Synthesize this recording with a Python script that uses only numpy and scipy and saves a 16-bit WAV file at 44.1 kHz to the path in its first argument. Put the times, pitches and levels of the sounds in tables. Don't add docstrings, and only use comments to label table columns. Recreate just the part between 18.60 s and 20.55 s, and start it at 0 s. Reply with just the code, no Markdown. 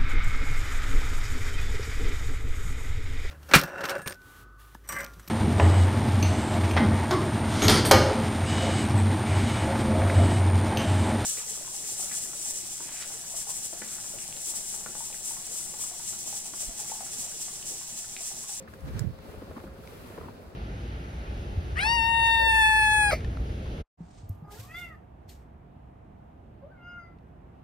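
import sys
import numpy as np
from scipy import signal
from scipy.fft import rfft, irfft
from scipy.io import wavfile
from scipy.ndimage import uniform_filter1d

SR = 44100
rng = np.random.default_rng(int(sys.argv[2]) if len(sys.argv) > 2 else 0)


def output_pcm(signal):
    pcm = np.clip(np.atleast_2d(signal).T, -1, 1) * 32767
    wavfile.write(sys.argv[1], SR, np.round(pcm).astype(np.int16))


N = 85995
T = np.arange(N) / SR
HZ = np.maximum(np.arange(N // 2 + 1) * SR / N, 1)


def footsteps(snow_q=3.6, grain_s=0.00057):
    # start and length in seconds, level in dB, body in Hz, grit in dB re body.
    crunches = [(0.653, 0.011, -51.5, 277, -4), (0.688, 0.015, -49.5, 470, -8),
                (.738, .014, -43.5, 457, -15), (.82, 0.014, -40.5, 209, -39), (.817, 0.011, -42, 442, -16),
                (.868, .014, -56, 387, -9), (0.898, 0.02, -46.5, 210, -18), (.911, .008, -44.5, 527, -8.5),
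                (.963, 0.021, -38, 232, -8.5), (1.039, .007, -39, 350, -14), (1.067, 0.013, -42, 215, -10),
                (1.183, .016, -44, 186, -21), (1.321, .012, -48.5, 385, -13), (1.458, 0.011, -54, 600, 16),
                (1.498, 0.011, -47, 380, -13), (1.577, .009, -36.5, 395, -8.5),
                (1.608, .011, -43, 425, -1.5), (1.625, 0.04, -49, 235, 1), (1.683, 0.013, -45, 292, -19)]
    # frequency in Hz, gain in dB.
    grit_colour = [(150, -20), (450, 2), (700, 8), (1100, 12), (1600, 0), (2300, -21), (4000, -32),
                   (9000, -43)]
    out = 0
    for at, length, db, hz, grit_db in crunches:
        jerks = slips(at, length)
        body = unit(ring(ring(jerks, hz, snow_q), hz, q=0.59))
        grains = signal.lfilter([1], [1, -np.exp(-1 / (grain_s * SR))], abs(jerks))
        grit = ports(lambda: unit(colour(grains * noise(), grit_colour)))
        out = out + burst_level(body + undb(grit_db) * grit, db, length)
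    return out * pan(db=.8)


def slips(start, length, per_s=450, scatter_db=3):
    count = int(np.clip(length * per_s, 2, 64))
    jitter, strength = rng.standard_normal((64, 2))[:count].T
    signs = rng.choice([-1, 1], 64)[:count]
    times = start + length * (np.arange(count) + .5 + .35 * jitter) / count
    out = np.zeros(N)
    np.add.at(out, np.clip((times * SR).astype(int), 0, N - 1), undb(scatter_db * strength) * signs)
    return out


def wind(wander=.21, flutter_ratio=1.8, flutter_db=-11, sway_hz=48.5, sway_db=-20):
    # middle and length in seconds, level in dB as if held for a quarter
    # of that length, centre in Hz, left minus right in dB.
    buffets = [(0.107, 0.069, -47, 65, 8), (0.243, 0.054, -35, 71.3, 21), (0.266, 0.082, -36.5, 135, -33),
               (.297, 0.076, -41, 72, -24), (0.338, 0.089, -36, 65.3, 14), (.362, 0.051, -28, 115, -22),
               (0.4, 0.024, -31.5, 89.1, -11), (0.42, 0.033, -21, 112, -36), (0.448, .018, -25, 170, -40),
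               (.472, 0.035, -22.5, 87.46, -41), (0.497, 0.048, -31, 115, -18),
               (0.539, 0.048, -37.5, 63.86, 15), (0.606, 0.044, -43, 59.1, 15),
               (0.696, 0.029, -38.5, 64.7, 19.5), (0.779, 0.033, -39, 58, 17), (0.904, 0.052, -39.5, 70, 8),
               (1.098, 0.11, -43.5, 58, -1), (1.495, .07, -51, 58.4, 3), (1.613, 0.046, -41, 80, -7),
               (1.878, 0.025, -42, 55.5, 1)]
    out = 0
    for at, length, db, hz, side_db in buffets:
        swell = np.cos(np.pi * np.clip((T - at) / length, -.5, .5))
        swing_hz = hz * np.exp(wander * drift(rate=327))
        push = unit(np.sin(2 * np.pi * (np.cumsum(swing_hz) / SR + rng.random())))
        flutter = unit(ring_twice(noise(), flutter_ratio * hz, q=1.53))
        sway = unit(ring_twice(noise(), sway_hz, q=1))
        eddy = (push + undb(flutter_db) * flutter + undb(sway_db) * sway) * swell
        out = out + burst_level(eddy, db, length / 4) * pan(side_db)
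    return out


def jacket(grain_db=.75, right_db=1):
    # time in seconds, level in dB.
    swish_level = [(0, -57), (.06, -84), (.085, -58), (.145, -56), (.18, -59.5), (.28, -56), (.385, -54.5),
                   (.44, -61), (.58, -65.5), (.7, -54), (.8, -58.5), (.96, -57), (1.04, -56), (1.11, -64.5),
                   (1.2, -58.5), (1.3, -53), (1.52, -53), (1.62, -57), (1.78, -64), (1.82, -60),
                   (1.95, -73)]
    rub_level = [(.2, -68), (.28, -41), (.32, -46.5), (.385, -37.5), (.41, -45.5), (.44, -47), (.5, -87)]
    # frequency in Hz, gain in dB.
    left_colour = [(400, 12), (1200, -3.5), (2400, 8.5), (4500, -1), (6500, -2.5), (9000, 0), (13000, 0.5),
                   (16000, -7)]
    right_colour = [(400, -2), (1400, 1.5), (2400, -12.5), (3300, -15.5), (4500, -14), (6500, -20.5),
                    (10000, -20), (12500, -14), (16000, -21)]
    rub_colour = [(200, 26), (600, 11), (1100, 9), (1700, 10.5), (2600, 1), (4500, -2.5), (8000, -9.5),
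                  (16000, -29)]
    grain = undb(grain_db * drift(rate=120))
    left, right = ports(lambda: noise() * grain)
    swish = np.array([unit(colour(left, left_colour)), undb(right_db) * unit(colour(right, right_colour))])
    rub = ports(lambda: unit(colour(noise() * grain, rub_colour)))
    return swish * curve(swish_level) + rub * curve(rub_level)


def clicks(crack_db=3):
    # start in seconds, level in dB, decay in seconds.
    contacts = [(0.025, -60, 0.0032), (0.137, -59, 0.0058), (.207, -56, .002), (.588, -56, 0.0014),
                (.393, -34, .0008), (0.394, -28.5, .0008), (0.395, -48, 0.011)]
    # frequency in Hz, gain in dB.
    click_colour = [(800, -23), (1600, 7.5), (2600, -24), (4700, -8), (5250, 2), (6000, -9), (6900, -0.5),
                    (8000, -3), (9500, -5), (10500, -15.5), (16000, -11.5)]
    out = 0
    for at, db, decay in contacts:
        impulse = np.diff((T >= at).astype(float), prepend=0)
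        crack = unit(stereo(impulse, np.zeros(N)))
        scatter = ports(lambda: unit(noise() * fade(at, decay)))
        contact = scatter + undb(crack_db) * np.exp(-decay / .005) * crack
        out = out + burst_level(colour(contact, click_colour), db, decay)
    return out * pan(db=-5)


def ticks():
    # start in seconds, level in dB, centre in Hz, decay in seconds.
    bursts = [(.076, -52, 1360, 0.012), (0.136, -47, 1370, 0.0048), (0.589, -52, 1410, 0.0018),
              (.966, -46.5, 1130, 0.0037), (0.975, -52, 1580, 0.0026), (1.0015, -42.5, 1600, 0.00042),
              (1.076, -49.5, 1120, 0.0009), (1.238, -50, 1290, 0.0013), (1.274, -45, 2390, 0.0013),
              (1.578, -48.5, 1110, 0.0024), (1.683, -45, 920, .007)]
    out = 0
    for at, db, hz, decay in bursts:
        tick = ports(lambda: ring_twice(noise() * fade(at, decay), hz, q=1.7))
        out = out + burst_level(tick, db, 2 * decay)
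    return out * pan(db=1.5)


def draught():
    # time in seconds, level in dB.
    level = [(0, -77), (.2, -52), (.3, -45), (.7, -58.5), (1.1, -51.5), (1.4, -52.5), (1.65, -54),
             (1.75, -60), (1.95, -54)]
    return ports(lambda: unit(ring_twice(noise(), hz=58.2, q=1.55))) * curve(level)


def traffic(flicker_db=1.15):
    # frequency in Hz, gain in dB.
    wash_colour = [(20, -35), (35, -39), (55, -6), (90, 2), (140, -5), (220, -1.5), (310, -6.5), (440, -4),
                   (600, -7), (850, -14.5), (1400, -17), (2200, -24), (3200, -28.5), (4600, -28),
                   (6200, -37), (10000, -40.5), (13000, -43.5), (16000, -36)]
    # time in seconds, level in dB.
    level = [(0, -47.5), (.15, -50.5), (.55, -47.5), (.9, -46), (1.15, -48), (1.4, -47.5), (1.65, -44),
             (1.8, -48), (1.95, -48)]
    spectrum = rfft(ports(lambda: unit(colour(noise(), wash_colour))))
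    out = 0
    for octave in range(15):
        band = np.maximum(1 - abs(np.log2(HZ) - octave), 0)
        out = out + irfft(spectrum * band, N) * undb(flicker_db * drift(rate=26))
    return out * curve(level)


def hum(hz=533, wander=.007):
    # time in seconds, level in dB.
    level = [(0, -48), (.1, -64), (.22, -54), (.45, -60.5), (.8, -65.5), (1.1, -56), (1.35, -63),
             (1.6, -71), (1.95, -64.5)]
    pitch = hz * (1 + wander * drift(rate=22))
    tone = np.sin(2 * np.pi * np.cumsum(pitch) / SR)
    return unit(tone * undb(2 * drift(rate=3))) * curve(level)


def stereo(a, b, lag_s=0.000467, lag_from_hz=1100):
    # frequency in Hz, correlation.
    likeness = [(40, 0.21), (130, 1), (300, 0.65), (480, 0.48), (700, 0.05), (1400, 0.12), (3000, 0.34),
                (7000, 0.085), (15000, 0.12)]
    correlation = np.clip(over_hz(likeness), 0, .99)
    mid = rfft(a) * np.sqrt((1 + correlation) / 2)
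    side = rfft(b) * np.sqrt((1 - correlation) / 2)
    delay = np.exp(-2j * np.pi * HZ * lag_s * (HZ > lag_from_hz))
    return irfft(np.array([(mid + side) * delay, mid - side]), N)


def ports(source):
    return stereo(source(), source())


def pan(db):
    return unit(undb(np.array([[db], [-db]]) / 2))


def undb(db):
    return 10 ** (np.asarray(db) / 20)


def unit(x):
    return x / np.sqrt(np.mean(x ** 2) + 1e-20)


def burst_level(x, db, length):
    return unit(x) * undb(db) * np.sqrt(length * SR / N)


def curve(rows):
    return undb(np.interp(T, *np.array(rows).T))


def over_hz(rows):
    hz, value = np.array(rows).T
    return np.interp(np.log(HZ), np.log(hz), value)


def colour(x, rows):
    return irfft(rfft(x) * undb(over_hz(rows)), N)


def ring(x, hz, q):
    return irfft(rfft(x) / (1 + 1j * q * (HZ / hz - hz / HZ)), N)


def ring_twice(x, hz, q):
    return ring(ring(x, hz, q), hz, q)


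def noise():
    return rng.standard_normal(N)


def drift(rate):
    width = max(int(SR / rate), 1)
    smoothed = uniform_filter1d(noise(), width, mode="wrap")
    return unit(uniform_filter1d(smoothed, width, mode="wrap"))


def fade(start, decay):
    return (T >= start) * np.exp(-np.maximum(T - start, 0) / decay)


def scene():
    return traffic() + hum() + draught() + wind() + footsteps() + ticks() + clicks() + jacket()


def record(dry):
    top_hz = 15900
    return signal.sosfilt(signal.ellip(10, .1, 80, top_hz, fs=SR, output="sos"), dry)


dry = scene()
out = record(dry)
output_pcm(out)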